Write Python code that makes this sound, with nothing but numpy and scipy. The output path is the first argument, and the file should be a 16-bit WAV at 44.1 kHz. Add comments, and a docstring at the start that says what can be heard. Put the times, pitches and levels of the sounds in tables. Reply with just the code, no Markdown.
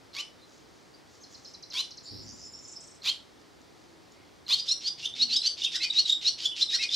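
"""Outdoors, a quiet rumble and hiss of coloured noise; close by, swallows at a mud nest under a corrugated roof.
An adult gives four sharp rising calls, each a rasp breaking into two whistles that mix; the nest rustles.
Farther off a small bird sings gliding down-slurs, then a swept buzz; one soft low thump of noise and boom falls.
After the fourth call a fast raspy twitter runs: chopped whistles, pips, squeaks and gurgles.
The hard porch walls add a short ring of decaying noise bands."""
import sys
import numpy as np
from scipy import signal
from scipy.fft import rfft, irfft
from scipy.io import wavfile
from scipy.ndimage import uniform_filter1d

SR = 44100
rng = np.random.default_rng(int(sys.argv[2]) if len(sys.argv) > 2 else 0)


def put_to_file(sound):
    """Save the sound as 16-bit audio at rate SR, in the file named by the first command-line argument."""
    columns = np.atleast_2d(sound).T  # one column per channel
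    safe = np.clip(columns, -1, 1)
    whole_steps = np.round(safe * 32767)
    wavfile.write(sys.argv[1], SR, whole_steps.astype(np.int16))


N = 306495
TIME = np.arange(N) / SR
CUTOFF_HZ = 15650
MID_SIDE = np.array([[1], [-1]])   # a side signal enters left and right with opposite sign


def from_db(db):
    """Decibels to gain."""
    return 10 ** (np.asarray(db) / 20)


def rms_one(x):
    """Scale to unit rms."""
    return x / np.sqrt(np.mean(x ** 2) + 1e-20)


def at_hz(points, hz):
    """Read a table on a log-frequency axis."""
    f, value = np.transpose(points)
    return np.interp(np.log(np.maximum(hz, 1)), np.log(f), value)


def wander(rate_hz):
    """Smooth random motion with spread 1."""
    return rms_one(signal.sosfilt(signal.butter(2, rate_hz, fs=SR, output="sos"), rng.standard_normal(N)))


def noise(spectrum, grain_db=0):
    """Unit noise with a given colour, from a source that may sputter."""
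    source = rng.standard_normal(N)
    if grain_db:
        source = source * from_db(grain_db * np.tanh(wander(300)))
    colour = from_db(at_hz(spectrum, np.fft.rfftfreq(N, 1 / SR)))
    return rms_one(irfft(rfft(source) * colour, N))


def span(start, end):
    """The samples between two times."""
    return slice(max(int(start * SR), 0), min(int(end * SR), N))


def phase_of(hz):
    """Running phase of a moving pitch."""
    return 2 * np.pi * np.cumsum(hz) / SR


def gate(start, end, edge_s):
    """Swell in, hold, die away."""
    return np.clip(np.minimum(TIME - start, end - TIME) / edge_s + .5, 0, 1)


def pips(rows, arch, jitter, octave_db):
    """Near-pure notes whose pitch arches with the blowing pressure; low ones are rougher."""
    out, shake = np.zeros(N), wander(560)
    for centre, length, hz, db in rows:
        part = span(centre - length, centre + length)
        u = (TIME[part] - centre) / (length / 2)
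        rough = jitter * max(3800 / hz, 1) ** 2.87
        phase = phase_of(hz * (1 - arch * u ** 2 + rough * shake[part]))
        tone = np.sin(phase)
        tone = tone + from_db(octave_db) * np.sin(2 * phase)
        tone = tone + from_db(octave_db - 24) * np.sin(3 * phase)
        envelope = np.exp(-1.3 * np.abs(u) ** 3)
        out[part] += np.sqrt(2) * from_db(db) * envelope * tone
    return out


# colour of the open air beyond the porch: (f/Hz, relative level/dB)
AIR_COLOUR = [(15, -51), (25, -40), (39, -13.5), (96, -4.5), (193, -7), (322, -2.5), (631, -9.5), (703, -9),
              (1300, -13), (1450, -14.5), (2120, -15.5), (2700, -18.5), (4750, -15.5), (10100, -31.5),
              (15500, -39.5)]
# how alike the two microphones hear it: (f/Hz, left-right correlation)
AIR_LIKENESS = [(30, .15), (100, 0.011), (500, 0.017), (2000, 0.4), (5000, 1), (14000, 0.4)]
AIR_DB = -57.5   # level of the part common to both sides


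def outdoors():
    """Steady distant rumble and hiss, wide in the bass."""
    alike = np.clip(at_hz(AIR_LIKENESS, np.fft.rfftfreq(N, 1 / SR)), -.9, .99)
    side = irfft(rfft(noise(AIR_COLOUR)) * np.sqrt((1 - alike) / (1 + alike)), N)
    return from_db(AIR_DB) * (noise(AIR_COLOUR) + side * MID_SIDE)


# near calls, one whistle from each side of the syrinx, levels before shaping and mix:
# (top t/s, glide t/s, low top f/Hz, high top f/Hz, low level/dB, high level/dB, rasp level/dB)
SHARP_CALLS = [ (0.211, .050, 3010, 4210, -34.5, -38, -41), (1.811, 0.063, 3050, 4112, -36, -27.5, -37.5),
               (3.100, .042, 3200, 4287, -28.5, -23.5, -33.5), (4.545, 0.042, 3240, 4340, -31, -19, -34.5)]
# colour of their rasp: (f/Hz, relative level/dB)
CALL_RASP_COLOUR = [(500, -22), (1100, -4.5), (1700, -8.5), (2400, -2), (3300, 6), (4400, 9), (5600, 0),
                    (7200, -6), (8500, -21), (11000, -23), (13500, -15), (15500, -43)]
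# tones that the two whistles make together: (multiple of low, multiple of high, relative level/dB)
COMBINATION_TONES = [ (-1, 1, -18), (2, 0, -5.5), (-1, 2, -10), (1, 1, -10), (0, 2, -27.5), (3, 0, -20.5),
                     (2, 1, -28.5), (1, 2, -23), (0, 3, -24)]
LOW_START, HIGH_START = .73, .785   # each whistle starts at this share of its top pitch
USUAL_CALL_DB = -26   # reference for the high whistle
MIX_DB, MIX_FOLLOWS = -35, .17   # combination tones in a usual call; share of the call's level each order follows


def sharp_calls(swell_db, fade_s, jitter, lead_s, rasp_rise_s, throb):
    """A rasp breaks into two rising whistles, which mix into sum and difference tones."""
    out, rasp = np.zeros(N), noise(CALL_RASP_COLOUR, grain_db=10.5)
    low_shake, high_shake = wander(240), wander(330)
    for top, glide, low_top, high_top, low_db, high_db, rasp_db in SHARP_CALLS:
        part = span(top - .13, top + .05)
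        t = TIME[part] - top
        climb = np.clip(1 + t / glide, 0, 1)
        bend = np.sin(np.pi / 2 * climb ** 1.08) ** 2
        low_hz = low_top * (LOW_START + (1 - LOW_START) * bend)
        high_hz = high_top * (HIGH_START + (1 - HIGH_START) * bend)
        low = phase_of(low_hz * (1 + jitter * low_shake[part]))
        high = phase_of(high_hz * (1 + jitter * high_shake[part]))
        # a harder call is brighter
        push_db = high_db - USUAL_CALL_DB
        mixed = sum(from_db(MIX_DB + db + MIX_FOLLOWS * push_db * (m + n)) * np.sin(round(m) * low + round(n) * high)
                    for m, n, db in COMBINATION_TONES)
        pair = from_db(low_db) * np.sin(low) + from_db(high_db) * np.sin(high)
        swell = from_db(-swell_db * (1 - climb) ** 2)
        # every other beat of the pair is stronger, which sets lines halfway between the tones
        voice = (swell * pair + mixed) * (1 + throb * np.sin((high - low) / 2))
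        onset = np.exp(-(np.minimum(t + glide - .006, 0) / 0.011) ** 2)
        opening = np.clip((t + glide + lead_s) / rasp_rise_s, 0, 1)
        release = np.exp(-(np.maximum(t, 0) / fade_s) ** 2)
        out[part] += release * (np.sqrt(2) * onset * voice + from_db(rasp_db) * opening * rasp[part])
    return out


TICK_AHEAD_S, TICK_S, TICK_HZ = .077, .006, 4250
TICK_DB, TICK_FOLLOWS = -44, 0.56   # level before a usual call; share of the call's level it follows


def call_ticks():
    """A tiny pip announces each sharp call: (centre t/s, length t/s, f/Hz, level/dB)."""
    return [(top - TICK_AHEAD_S, TICK_S, TICK_HZ, TICK_DB + TICK_FOLLOWS * (high_db - USUAL_CALL_DB))
            for top, *_, high_db, _ in SHARP_CALLS]


# thin whistles of the farther bird: (centre t/s, length t/s, f/Hz, level/dB before ring and mix)
FAR_WHISTLES = [(0.395, 0.028, 3680, -67), (0.435, 0.046, 4100, -58.5), (0.945, 0.018, 4730, -54),
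                (1.226, 0.042, 6400, -53), (1.478, 0.035, 5200, -49), (2.048, 0.035, 7060, -51.5),
                (2.076, 0.05, 4470, -42.5), (2.445, 0.11, 5275, -49.5), (2.545, 0.024, 5470, -43),
                (2.588, .014, 5400, -52), (2.770, .03, 5250, -42), (4.19, 0.15, 2190, -66),
                (4.27, .09, 3370, -70)]


def far_whistles():
    """The farther bird's thin notes arch in pitch with the blowing pressure."""
    return pips(FAR_WHISTLES, arch=0.032, jitter=0.0336, octave_db=-28)


# colour of the soft rustle in the nest: (f/Hz, relative level/dB)
RUSTLE_COLOUR = [(1500, -28), (3500, 1), (6800, 10), (9000, -19), (15000, -19)]
# rustles and tiny ticks in the nest: (centre t/s, fade length t/s, level/dB before ring and mix)
NEST_RUSTLES = [(0.533, 0.058, -62.5), (0.75, 0.2, -70), (1.143, 0.055, -59.5), (1.34, 0.051, -56.5),
                (1.476, .071, -58.5), (3.416, 0.002, -59), (3.617, .002, -55), (3.82, .1, -69),
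                (4.122, 0.0024, -53.5)]


def rustles():
    """Feathers and claws brush the dry nest: sputtering noise in smooth bursts."""
    level = sum(from_db(db) * np.exp(-((TIME - s) / length) ** 2) for s, length, db in NEST_RUSTLES)
    return noise(RUSTLE_COLOUR, grain_db=6.0) * level


# the farther bird's down-slurs, in two runs: (start t/s)
SLUR_STARTS = [1.232, 1.341, 1.445, 1.536, 1.624, 1.700, 1.837, 1.906, 1.971, 2.587, 2.635, 2.68, 2.719,
               2.802, 2.834, 2.869, 2.905, 2.946]
# its song climbs, swells and fades: (t/s, slur top f/Hz, slur bottom f/Hz, level/dB before ring and mix)
SONG_COURSE = [(1.23, 6470, 4180, -47), (1.65, 6770, 4080, -42), (1.97, 6970, 4190, -42.5),
               (2.59, 7720, 5310, -48.5), (2.8, 8830, 5300, -46.5), (2.95, 9020, 5240, -55)]


def slurs(length_s, fall_s, hook_db):
    """Each slur dives quickly, then lingers in a hook at its lowest pitch; wider dives take longer."""
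    out, shake = np.zeros(N), wander(300)
    s, *song = np.transpose(SONG_COURSE)
    for start in SLUR_STARTS:
        high_hz, low_hz, db = (np.interp(start, s, column) for column in song)
        part = span(start, start + length_s)
        t = TIME[part] - start
        dive_s = fall_s * (high_hz - low_hz) / 2500   # fall_s is for a drop of 2500 Hz
        dive = np.clip(1 - t / dive_s, 0, 1)
        pitch = (low_hz + (high_hz - low_hz) * dive ** 1.3) * (1 + 0.015 * shake[part])
        level = from_db(db + hook_db * (dive == 0)) * signal.windows.tukey(len(t), .3)
        out[part] += np.sqrt(2) * uniform_filter1d(level, size=100) * np.sin(phase_of(pitch))
    return out


# the farther bird's buzzes, each higher than the last: (start t/s, end t/s, level/dB before sweep and mix)
BUZZES = [(2.054, 2.23, -44.5), (2.264, 2.332, -43.5), (2.374, 2.46, -48), (2.63, 2.75, -51.5)]
# their centre pitch: (t/s, f/Hz)
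BUZZ_CENTRE = [(2.06, 4740), (2.2, 4867), (2.3, 5610), (2.75, 6450)]


def buzz(rate_hz, depth, jitter):
    """A whistle swept rapidly up and down, its level pulsing with the sweep."""
    swing = phase_of(rate_hz * (1 + 0.15 * wander(31.9)))
    centre_hz = np.interp(TIME, *np.transpose(BUZZ_CENTRE))
    pitch = centre_hz * (1 + depth * np.sin(swing) + jitter * wander(685))
    level = sum(from_db(db) * gate(start, end, edge_s=0.043) for start, end, db in BUZZES)
    return level * (1 - 0.86 * np.cos(swing)) * np.sin(phase_of(pitch))


# colour of the distant thump: (f/Hz, relative level/dB)
THUMP_COLOUR = [(35, -25), (65, -5), (100, -7), (150, -5), (260, -1.5), (370, -12.5), (500, -14),
                (900, -41.5)]


def thump(start_s, push_s, level_db, t60_s, boom_hz, boom_db, boom_t60_s):
    """A soft distant knock: a dull rumble dies away around one booming mode."""
    t = np.maximum(TIME - start_s, 0)
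    rumble = noise(THUMP_COLOUR) + noise(THUMP_COLOUR) * MID_SIDE
    rumble = rumble * from_db(level_db - 60 * t / t60_s)
    boom = np.sin(2 * np.pi * boom_hz * t) * from_db(boom_db) * np.exp(-np.log(1000) * t / boom_t60_s)
    return (1 - np.exp(-t / push_s)) * (rumble + boom)


def high_whistle(start_s, end_s, pitch_hz, level_db, jitter, flicker_db):
    """The far bird holds a thin, flickering second voice above its buzzes."""
    level = from_db(level_db + flicker_db * np.tanh(wander(22))) * gate(start_s, end_s, edge_s=.015)
    return level * np.sin(phase_of(pitch_hz * (1 + jitter * wander(590))))


# swells of the distant low background: (centre t/s, fade length t/s, f/Hz, level/dB before random sway)
RUMBLE_SWELLS = [(3.864, 0.2, 329, -61), (5.1, 0.36, 143.4, -67), (5.263, 0.11, 243, -56),
                 (6.006, 0.59, 323.7, -62.5)]


def swells(width_hz):
    """Narrow bands of the distant rumble come and go, differently at each microphone."""
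    slow = [wander(width_hz) + 1j * wander(width_hz) for channel in range(2)]
    out = np.zeros((2, N))
    for s, length, hz, db in RUMBLE_SWELLS:
        part = span(s - 2 * length, s + 2 * length)
        t = TIME[part] - s
        sway = slow[0][part] + 0.56 * slow[1][part] * MID_SIDE
        band = np.real(sway * np.exp(2j * np.pi * hz * t))
        out[:, part] += from_db(db) * np.exp(-(t / length) ** 2) * band
    return out


# short arched pips at the nest: (centre t/s, length t/s, f/Hz, level/dB before ring and mix)
NEAR_PIPS = [(4.496, .015, 4250, -29.5), (4.594, .022, 3830, -37), (5.141, 0.0064, 3690, -33),
             (5.331, 0.0086, 3800, -28), (5.420, 0.0059, 4170, -24.5), (5.621, 0.0062, 3660, -25),
             (5.672, .022, 2720, -34), (5.907, .012, 3870, -22), (6.061, 0.016, 3940, -25.5),
             (6.530, 0.031, 3045, -37.5), (6.698, 0.025, 3850, -29.5), (6.894, 0.0066, 3610, -26.5)]


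def near_pips():
    """All near-pure notes close by: ticks, pips, squeak tops and gurgles."""
    rows = NEAR_PIPS + squeak_tops() + call_ticks() + gurgles()
    return pips(rows, arch=.075, jitter=0.007, octave_db=-27.5)


# raspy syllables at the nest, levels before shaping and mix:
# (top t/s, glide t/s, top f/Hz, whistle level/dB, upper sideband level/dB)
TWITTER_SYLLABLES = [ (4.600, .012, 4900, -28, -47), (4.692, 0.0081, 4035, -24, -26),
                     (4.72, .014, 4267, -21.5, -23), (4.882, 0.0281, 4885, -26.5, -37.5),
                     (5.231, 0.024, 4350, -19, -33.5), (5.342, 0.0321, 4640, -24, -48),
                     (5.368, 0.0098, 3890, -23, -19), (5.471, .020, 4593, -19.5, -27.5),
                     (5.762, 0.018, 3910, -29.5, -31), (5.847, 0.028, 4583, -26.5, -42),
                     (5.998, 0.0284, 4347, -17, -34), (6.285, 0.023, 4360, -18.5, -26.5),
                     (6.625, 0.0105, 4057, -17.5, -28.5), (6.754, 0.026, 4270, -22, -27),
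                     (6.841, 0.036, 4330, -30.5, -48), (6.946, 0.028, 4070, -27, -30.5)]
# the rasp under them: (t/s, level/dB before shaping and mix)
RASP_COURSE = [(4.7, -35), (5.2, -31.5), (5.45, -27.5), (5.7, -29), (6.7, -26.5), (6.95, -29)]
CHOP_HZ = 1370   # the whistle is chopped at the whole fraction of its pitch chosen near this


def chopped_syllables():
    """Rows: (top t/s, glide t/s, top f/Hz, sideband spacing f/Hz, whistle, sideband and rasp level/dB)."""
    rasp = np.transpose(RASP_COURSE)
    return [(s, glide, hz, hz / round(hz / CHOP_HZ), db, side_db, np.interp(s, *rasp))
            for s, glide, hz, db, side_db in TWITTER_SYLLABLES]


# colour of the twitter's rasp: (f/Hz, relative level/dB)
TWITTER_RASP_COLOUR = [(700, -53), (1500, -14.5), (2200, -17), (2900, 0.5), (4000, 5.5), (5400, 5.5),
                       (6200, -2.5), (7300, -7), (8500, -18.5), (11000, -22.5), (13000, -33), (15500, -38)]
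# colour of the thin wheeze that leads into each syllable: (f/Hz, relative level/dB)
WHEEZE_COLOUR = [(900, -38.5), (2000, -9), (2800, 2), (3900, 5), (5400, 0.5), (6200, -6), (7500, -16),
                 (10000, -28.5), (15000, -46)]
# the throat shuts out a lower sideband that falls too deep: (f/Hz, level/dB before shaping)
LOWER_SIDEBAND = [(2400, -84), (2950, -33), (3700, -36.5)]
SYLLABLE_START = .88   # a syllable starts at this share of its top pitch
ONSET_SHARE = 0.49   # the whistle fades in on that pitch, over this share of its glide time
WHEEZE_LEAD_S, WHEEZE_SHARE = 0.065, 0.5   # lead-in before the glide; most of a pause that lead and glide may fill
RASP_RECOVERY_S = 0.053   # pause needed for a full rasp


def twitter(swell_db, hold_s, fade_s, slope_db, jitter, flutter, lead_db, crest_s, grain_db):
    """A rising whistle, chopped by the other side of the syrinx into sidebands, grows out of a rasp."""
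    out, shake, wobble = np.zeros(N), wander(683), wander(560)
    shimmer = from_db(1.8 * wander(220))
    rasp, wheeze = noise(TWITTER_RASP_COLOUR, grain_db), noise(WHEEZE_COLOUR, grain_db)
    rows = sorted(chopped_syllables() + squeak_glides())
    pauses = np.diff([row[0] for row in rows], prepend=0)
    for (top, glide, top_hz, gap_hz, tone_db, high_db, rasp_db), pause in zip(rows, pauses):
        part = span(top - .13, top + .05)
        t = TIME[part] - top
        climb = np.clip(1 + t / glide, 0, 1)
        bend = np.sin(np.pi / 2 * climb ** 1.149) ** 2
        pitch = top_hz * (SYLLABLE_START + (1 - SYLLABLE_START) * bend)
        # the whistle is less steady until the pressure is up
        carrier = phase_of(pitch * (1 + jitter * (2 - climb) * shake[part]))
        beat = phase_of(gap_hz * (pitch / top_hz) ** .6 * (1 + flutter * wobble[part]))
        release = np.exp(-(np.maximum(t - hold_s, 0) / fade_s) ** 2)
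        onset = np.exp(-(np.minimum(t + glide, 0) / (ONSET_SHARE * glide)) ** 2)
        effort = from_db(-swell_db * (1 - climb) ** 2) * onset * release * shimmer[part]
        # sidebands come out as the pressure peaks
        ladder = [(-1, at_hz(LOWER_SIDEBAND, top_hz - gap_hz))]
        ladder += [(k, high_db - slope_db * np.log2(k)) for k in range(1, 8)]
        sidebands = sum(from_db(db) * np.sin(carrier + k * beat)
                        for k, db in ladder if 0 < top_hz + k * gap_hz < CUTOFF_HZ)
        voice = from_db(tone_db) * np.sin(carrier) + from_db(-4 * (1.5 - climb)) * sidebands
        # a thin wheeze opens into a broad rasp that crests with the whistle; both need a pause to build
        crest = np.exp(-np.abs(t) / crest_s)
        hiss = crest * rasp[part] + from_db(lead_db) * (1 - crest) * wheeze[part]
        lead = min(glide + WHEEZE_LEAD_S, WHEEZE_SHARE * pause)
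        opening = np.clip((t + lead) / 0.017, 0, min(1, pause / RASP_RECOVERY_S))
        out[part] += np.sqrt(2) * voice * effort + from_db(rasp_db) * hiss * opening * release
    return out


# squeaks in the twitter, a soft glide that breaks into a loud pip:
# (t/s, pip length t/s, glide top f/Hz, pip f/Hz, pip level/dB before ring and mix)
SQUEAK_NOTES = [(5.059, 0.0071, 3133, 3580, -24), (5.65, 0.0071, 3280, 3724, -18.5),
                (6.101, .012, 3700, 3810, -17), (6.129, .013, 3700, 3800, -17.5),
                (6.46, .011, 3440, 3475, -20.5)]
SQUEAK_GLIDE_S, SQUEAK_GLIDE_DB, SQUEAK_OCTAVE_DB = .021, -32, -38.5
SQUEAK_RASP_DB = -2.5   # relative to the other syllables


def squeak_glides():
    """The soft glides, unchopped, as syllable rows whose sideband spacing is the pitch itself."""
    rasp = np.transpose(RASP_COURSE)
    return [(s, SQUEAK_GLIDE_S, hz, hz, SQUEAK_GLIDE_DB, SQUEAK_OCTAVE_DB, np.interp(s, *rasp) + SQUEAK_RASP_DB)
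            for s, _, hz, _, _ in SQUEAK_NOTES]


def squeak_tops():
    """The loud pips the glides break into: (centre t/s, length t/s, f/Hz, level/dB)."""
    return [(s, length, hz, db) for s, length, _, hz, db in SQUEAK_NOTES]


# a low throaty gurgle comes twice under the twitter: (t/s, level/dB before note levels and mix)
GURGLE_TIMES = [(5.757, -39.5), (6.745, -37.5)]
# its notes: (delay t/s, length t/s, f/Hz, relative level/dB)
GURGLE_PARTS = [(-.002, 0.0263, 1900, -1.5), (.015, .033, 1580, -9.5), (.068, 0.055, 2160, -1),
                (.064, 0.038, 2650, 1.5), (.097, 0.036, 2490, 5.5)]


def gurgles():
    """Overlapping low notes in a throaty cluster: (centre t/s, length t/s, f/Hz, level/dB)."""
    return [(s + delay, length, hz, db + note_db)
            for s, db in GURGLE_TIMES for delay, length, hz, note_db in GURGLE_PARTS]


# ring of the porch walls: (f/Hz, time to fall 60 dB t/s)
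PORCH_RING = [(1000, 0.23), (3000, 0.28), (4500, 0.24), (7000, 0.31), (13000, 0.087)]


def porch(x, wet_db, side_db, delay_s):
    """Dense wall reflections, each band with its own decay, nearly alike at the two close microphones."""
    t = TIME[:SR // 2]
    edges = np.geomspace(700, 16000, 8)
    white, tail = rng.standard_normal((2, len(t))), 0
    for low, high in zip(edges, edges[1:]):
        band = signal.sosfilt(signal.butter(2, [low, high], "band", fs=SR, output="sos"), white)
        tail = tail + band * from_db(-60 * t / at_hz(PORCH_RING, np.sqrt(low * high)))
    tail = tail * np.clip(t / delay_s - .5, 0, 1)
    tail = tail / np.sqrt(np.mean(np.sum(tail ** 2, axis=1)))
    mid, side = signal.fftconvolve(x[None], tail, axes=1)[:, :N]
    return x + from_db(wet_db) * (mid + from_db(side_db) * side * MID_SIDE)


def scene():
    """Near swallows and the far bird ring in the porch; the thump and the background stay outside it."""
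    near = sharp_calls(swell_db=12, fade_s=0.0036, jitter=0.011, lead_s=0.031, rasp_rise_s=0.021, throb=.3)
    near = near + twitter(swell_db=6.5, hold_s=0.00043, fade_s=0.011, slope_db=15.0, jitter=0.011,
                          flutter=0.026, lead_db=-7.5, crest_s=0.028, grain_db=4)
    near = near + near_pips() + rustles()
    far = far_whistles() + slurs(length_s=0.02, fall_s=.012, hook_db=1)
    far = far + buzz(rate_hz=100, depth=0.146, jitter=0.0279)
    far = far + high_whistle(start_s=2.225, end_s=2.74, pitch_hz=7120, level_db=-55.5, jitter=0.0274, flicker_db=7.5)
    near = porch(near, wet_db=-7.5, side_db=-8.5, delay_s=.007)
    far = porch(far, wet_db=-1.0, side_db=-9, delay_s=0.00048)
    birds = from_db(-1.5) * near + from_db(-4.0) * far
    birds = birds * from_db([[-.35], [.35]])   # slightly to the right
    knock = thump(start_s=2.106, push_s=0.013, level_db=-48.5, t60_s=1.53,
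                  boom_hz=101.6, boom_db=-45.0, boom_t60_s=1.0)
    return birds + knock + swells(width_hz=11) + outdoors()


def record(dry):
    """The top is cut steeply."""
    return signal.sosfilt(signal.ellip(10, .1, 80, CUTOFF_HZ, fs=SR, output="sos"), dry)


dry = scene()
out = record(dry)
put_to_file(out)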